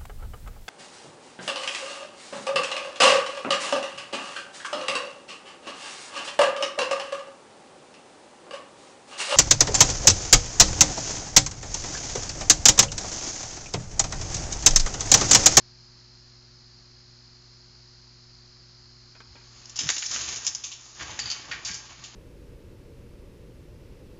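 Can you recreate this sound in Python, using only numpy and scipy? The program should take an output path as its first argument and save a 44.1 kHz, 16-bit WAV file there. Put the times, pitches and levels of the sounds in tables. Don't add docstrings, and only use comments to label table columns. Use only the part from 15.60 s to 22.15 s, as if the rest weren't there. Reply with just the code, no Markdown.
import sys
import numpy as np
from scipy import signal
from scipy.fft import rfft, irfft, next_fast_len
from scipy.io import wavfile
from scipy.ndimage import uniform_filter1d

SR = 44100
rng = np.random.default_rng(int(sys.argv[2]) if len(sys.argv) > 2 else 0)


def wav_record(signal):
    frames = np.transpose(np.atleast_2d(signal))
    bounded = np.clip(frames, -1, 1)
    quanta = np.round(bounded * 32767).astype(np.int16)
    wavfile.write(sys.argv[1], SR, quanta)


N = 288855
TIME = np.arange(N) / SR

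# frequency_hz, relative_density_db
CHORUS_SPECTRUM = [(3400, -30), (3900, -8), (4200, -2), (4450, -2.5), (4750, 4.5), (5250, 1.5),
                   (5600, -18.5), (6200, -24.5)]
HISS_SPECTRUM = [(10, -5), (30, 3.5), (70, 0), (130, -1.5), (200, -6), (320, -10), (500, -13),
                 (1000, -10.5), (1600, -11), (2800, -14.5), (4000, -14), (5600, -9), (6800, -12),
                 (7500, -20.5)]
# pitch_hz, rms_db
HUM_PARTIALS = [(55.5, -63.5), (120, -57.5), (166.5, -77), (240, -69), (360, -68)]
# start_s, peak_db, t60_s
PAW_TAPS = [(3.55, -42.5, 0.14), (3.603, -36.5, 0.063), (3.752, -41.5, 0.19), (3.811, -49.5, 0.11)]
# pitch_hz, bandwidth_hz, gain_db
TRAP_FLOOR_MODES = [(314, 350, -7.5), (950, 110, -4), (1330, 120, -3.5), (1580, 60, -1), (2040, 810, -9),
                    (2520, 110, -3), (3000, 510, -18.5)]
# start_s, length_s, leaves_db, panels_db
SCRAMBLE_BURSTS = [(4.215, 0.2, -54, -44.5), (4.524, .18, -43, -36.5), (5.418, 0.1, -42.5, -40.5),
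                   (5.633, 0.083, -49, -42), (5.89, 0.042, -46, -52.5), (6.059, 0.029, -55.5, -48)]
# start_s, length_s, level_db
MESH_JANGLES = [(3.889, 0.17, -59.5), (4.32, 0.38, -30.5), (5.213, 0.23, -47)]
# frequency_hz, relative_density_db
LEAF_SPECTRUM = [(45, -5.5), (70, 2.5), (115, -3), (190, -7.5), (320, -5.5), (480, -9), (800, -7),
                 (1200, -4), (1600, -19), (3500, -34)]
PANEL_SPECTRUM = [(900, -20), (1400, 4.5), (1750, 4.5), (2300, 4.5), (2700, 6.5), (3100, 7), (3900, 3),
                  (4500, -6), (5500, -1)]
WIRE_SPECTRUM = [(3400, -4), (4300, -4), (4700, -2), (5200, 0.5), (5700, 0.5), (6350, 5), (6900, 5),
                 (7300, -2), (7700, -19)]
# pitch_hz, relative_db, t60_s
STRONG_CAGE_MODES = [(861, 4, .3), (1136, 9, .5), (1250, 6, .45), (1610, 4, .4), (1793, 4, .25),
                     (1861, 6, .25), (2251, 5, .2), (2353, 1, .3), (2835, -2, .3), (3047, 3, .3),
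                     (3526, -1, .3), (4049, 5, .35), (4525, -1, .25), (4603, 5, .25), (4792, -3, .2),
                     (4910, -2, .2), (5210, -1, .13), (5460, 0, .25), (5687, 0, .2), (6212, 0, .17),
                     (6346, 3, .2), (6912, 2, .17)]
# start_s, level_db, pitch_hz, t60_s
GROUND_THUDS = [(3.69, -45, 82.6, 0.21), (4.211, -38, 222, 0.23), (4.237, -31, 119, 0.14),
                (4.292, -33, 387, 0.07), (4.365, -37, 430, 0.06), (5.429, -40, 88.8, 0.23),
                (5.499, -49, 120, 0.18), (5.635, -35.5, 85.4, 0.11), (5.781, -49.5, 90, 0.15),
                (5.958, -43, 68, 0.2), (6.101, -37.5, 114, 0.15), (6.381, -43, 106, 0.11)]
# low_hz, high_hz
STEEL_BANDS = [(720, 1400), (1480, 2500), (2600, 4100), (4400, 4900), (4950, 5650), (5850, 7200)]
# frame_db, panels_db, bars_db, door_db, latch_db, wires_db
WIRE_WEIGHTS = (-24.5, -27, -10.5, -16, -2.5, -1)
SLAM_WEIGHTS = (-17.5, -7.5, -6.5, -15.5, -13, -3)
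BAR_WEIGHTS = (-20.5, -24, -1, -9, -8, 0.5)
PANEL_WEIGHTS = (-12, 1.5, -2.5, -5.5, -10.5, -7)
DOOR_WEIGHTS = (-21, -27, -7.5, -1, -15, -8)
# start_s, level_db, t60_s
WIRE_BLOWS = [(4.055, -47.5, 0.11), (4.094, -46, .11), (4.157, -34, 0.29), (4.188, -26.5, 0.18),
              (4.233, -41.5, 0.087), (4.38, -28, 0.078), (4.46, -29, .076), (4.509, -30, 0.54),
              (4.758, -34, 0.13), (4.847, -33, 0.12), (4.865, -21.5, 0.11), (4.948, -28, 0.05),
              (6.048, -33, 0.53), (6.142, -35, 0.15)]
# start_s, level_db
SLAM_BLOWS = [(4.289, -22), (4.301, -21), (4.32, -35), (4.364, -26.5), (4.423, -27.5), (4.56, -29),
              (5.59, -26.5)]
# start_s, level_db
BAR_BLOWS = [(5.037, -32.5), (5.114, -38), (6.437, -43)]
# start_s, level_db
PANEL_BLOWS = [(5.397, -39.5), (5.656, -45), (5.912, -34), (6.083, -42.5)]
# start_s, level_db
DOOR_BLOWS = [(5.598, -30), (5.656, -35), (5.699, -27), (5.712, -27.5), (6.054, -32.5), (6.111, -36)]


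def from_db(db):
    return 10 ** (np.asarray(db) / 20)


def unit_rms(x):
    return x / np.sqrt(np.mean(x ** 2) + 1e-20)


def decay(t, t60_s):
    return np.exp(-np.log(1000) * t / t60_s)


def add(out, start_s, sound):
    at = round(start_s * SR)
    out[at:at + len(sound)] += sound[:max(0, N - at)]


def band(x, low_hz, high_hz):
    return signal.sosfilt(signal.butter(2, [low_hz, high_hz], "band", fs=SR, output="sos"), x)


def resonance(x, hz, width_hz):
    r = np.exp(-np.pi * width_hz / SR)
    feedback = [1, -2 * r * np.cos(2 * np.pi * hz / SR), r * r]
    return signal.lfilter(np.array([1, 0, -1]) * (1 - r * r) / 2, feedback, x + 1e-18)


def coloured(x, spectrum):
    hz, db = np.transpose(spectrum)
    size = next_fast_len(N)
    log_hz = np.log(np.arange(size // 2 + 1) * SR / size + 1)
    gain = from_db(np.interp(log_hz, np.log(hz), db, left=-100, right=-100))
    return unit_rms(irfft(rfft(x, size) * gain, size)[:N])


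def drift(knots_per_s):
    knots = rng.standard_normal(N // 20)
    return unit_rms(np.interp(TIME * knots_per_s, np.arange(len(knots)), knots))


def katydid(strokes_per_s=55.1, start_hz=4906, end_hz=3927, waver_hz=40, swell_db=9, rms_db=-61):
    cycle = (strokes_per_s * TIME + .025 * drift(8)) % 1
    travel = np.clip(cycle / .75, 0, 1)
    hz = start_hz + (end_hz - start_hz) * travel + waver_hz * drift(700)
    envelope = np.abs(np.sin(np.pi * travel)) ** .5 * from_db(swell_db * travel + .5 * drift(300))
    chirps = envelope * np.sin(2 * np.pi * np.cumsum(hz) / SR)
    song = chirps + 1.1 * resonance(chirps, hz=4250, width_hz=220)
    return from_db(rms_db) * unit_rms(trees(song, t60_s=.25, wet_db=-9, build_s=.005))


def trees(x, t60_s=.58, wet_db=-12, build_s=.0083):
    t = TIME[:SR]
    echoes = rng.standard_normal(SR) * decay(t, t60_s) * (1 - np.exp(-t / build_s))
    return x + from_db(wet_db) * signal.fftconvolve(x, echoes / np.linalg.norm(echoes))[:N]


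def insect_chorus(rms_db=-57):
    return from_db(rms_db) * coloured(rng.standard_normal(N), CHORUS_SPECTRUM)


def camera_noise(hiss_db=-59):
    hiss = from_db(hiss_db) * coloured(rng.standard_normal(N), HISS_SPECTRUM)
    hum = sum(from_db(db) * np.sqrt(2) * np.sin(2 * np.pi * (hz * TIME + rng.random()))
              for hz, db in HUM_PARTIALS)
    return hiss + hum


def paw_taps():
    out, t = np.zeros(N), TIME[:SR // 2]
    for start_s, peak_db, t60_s in PAW_TAPS:
        force = rng.standard_normal(len(t)) * decay(t, t60_s)
        knock = sum(from_db(db) * resonance(force, hz, width_hz) * (-1) ** k
                    for k, (hz, width_hz, db) in enumerate(TRAP_FLOOR_MODES))
        add(out, start_s, from_db(peak_db) * knock / np.abs(knock).max())
    return out


def contacts(per_s, spread_db):
    sizes = from_db(spread_db * np.minimum(rng.exponential(1, N), 4))
    signs = rng.choice([-1, 1], N)
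    return unit_rms(sizes * signs * (rng.random(N) < per_s / SR))


def swell(start_s, length_s, rise_db_per_s, fall_db_per_s):
    early_s, late_s = np.maximum(start_s - TIME, 0), np.maximum(TIME - start_s - length_s, 0)
    return from_db(-rise_db_per_s * early_s - fall_db_per_s * late_s)


def struggle(stir_start_s=3.57, stir_rise_s=1.0, flutter_db=1.65):
    stirring = np.clip((TIME - stir_start_s) / stir_rise_s, 0, 1)
    leaves, panels = from_db(-56.5) * stirring, from_db(-54.5) * stirring
    for start_s, length_s, leaves_db, panels_db in SCRAMBLE_BURSTS:
        effort = swell(start_s, length_s, rise_db_per_s=325, fall_db_per_s=59.5)
        leaves = np.hypot(leaves, from_db(leaves_db) * effort)
        panels = np.hypot(panels, from_db(panels_db) * effort)
    jangle = sum(from_db(db) * swell(start_s, length_s, rise_db_per_s=207, fall_db_per_s=59)
                 for start_s, length_s, db in MESH_JANGLES)
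    wires = np.hypot(from_db(-1.5) * panels, jangle)
    shaking = from_db(flutter_db * drift(70))
    scuffle = leaves * coloured(contacts(per_s=2500, spread_db=2), LEAF_SPECTRUM)
    chatter = panels * coloured(contacts(per_s=4000, spread_db=1), PANEL_SPECTRUM)
    jingle = wires * coloured(contacts(per_s=6000, spread_db=3.5), WIRE_SPECTRUM)
    return shaking * (scuffle + chatter + jingle)


def cage_ring(x, ring_db=-1):
    rings = sum(from_db(db) * resonance(x, hz, width_hz=np.log(1000) / (np.pi * t60_s))
                for hz, db, t60_s in STRONG_CAGE_MODES)
    return x + from_db(ring_db) * rings


def ground_thuds(edge_ratio=1.4, trim_db=-1):
    out, t = np.zeros(N), TIME[:SR // 2]
    for start_s, level_db, hz, t60_s in GROUND_THUDS:
        force = rng.standard_normal(len(t)) * decay(t, t60_s)
        thud = band(force, hz / edge_ratio, hz * edge_ratio)
        add(out, start_s, from_db(level_db + trim_db) * thud / np.abs(thud).max())
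    return out


def clanks(blows, weights, crack, crack_t60_s, rise_s, chatter_db, t60_s=None, spot_db=1.57):
    out, t = np.zeros(N), TIME[:SR // 2]
    onset = slice(SR // 50)
    bounces = from_db(chatter_db * drift(400))
    for start_s, level_db, *own_t60_s in blows:
        tail = decay(t, own_t60_s[0] if own_t60_s else t60_s)
        envelope = (crack * decay(t, crack_t60_s) + tail) * (1 - np.exp(-t / rise_s))
        envelope *= np.roll(bounces, -round(start_s * SR))[:len(t)]
        for (low_hz, high_hz), weight_db in zip(STEEL_BANDS, weights):
            ring = band(rng.standard_normal(len(t)) * envelope, low_hz, high_hz)
            gain = from_db(level_db + weight_db + spot_db * rng.standard_normal())
            add(out, start_s, gain * ring / np.std(ring[onset]))
    return out


def steel_blows():
    wires = clanks(WIRE_BLOWS, WIRE_WEIGHTS, crack=.89, crack_t60_s=.014, rise_s=.00042, chatter_db=2)
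    slams = clanks(SLAM_BLOWS, SLAM_WEIGHTS, crack=.98, crack_t60_s=.0075, rise_s=.0002,
                   chatter_db=-2, t60_s=.069)
    bars = clanks(BAR_BLOWS, BAR_WEIGHTS, crack=.59, crack_t60_s=.02, rise_s=.0013,
                  chatter_db=-1, t60_s=.21)
    panels = clanks(PANEL_BLOWS, PANEL_WEIGHTS, crack=.36, crack_t60_s=.012, rise_s=.00056,
                    chatter_db=.5, t60_s=.27)
    door = clanks(DOOR_BLOWS, DOOR_WEIGHTS, crack=.72, crack_t60_s=.015, rise_s=.00054,
                  chatter_db=1.5, t60_s=.18)
    return wires + slams + bars + panels + door


def scene():
    trap = cage_ring(steel_blows() + struggle()) + paw_taps()
    mono = trees(trap) + ground_thuds() + katydid() + insect_chorus() + camera_noise()
    return np.array([mono, mono])


def gain_control(x, threshold_db=-23, release_db_per_s=3.0, attack_s=.019):
    power = uniform_filter1d(x[0] ** 2, size=700)
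    excess_db = np.maximum(10 * np.log10(np.maximum(power, 1e-12)) - threshold_db, 0)
    recovery_db = release_db_per_s * TIME
    held_db = np.maximum.accumulate(excess_db + recovery_db) - recovery_db
    pole = np.exp(-1 / (attack_s * SR))
    return x * from_db(-signal.lfilter([1 - pole], [1, -pole], held_db))


def record(dry, ceiling=.4, shoulder_hz=7400, cutoff_hz=7600):
    rounded = ceiling * np.tanh(gain_control(dry) / ceiling)
    softened = signal.sosfilt(signal.butter(24, shoulder_hz, fs=SR, output="sos"), rounded)
    return signal.sosfilt(signal.ellip(10, .3, 70, cutoff_hz, fs=SR, output="sos"), softened)


dry = scene()
out = record(dry)
wav_record(out)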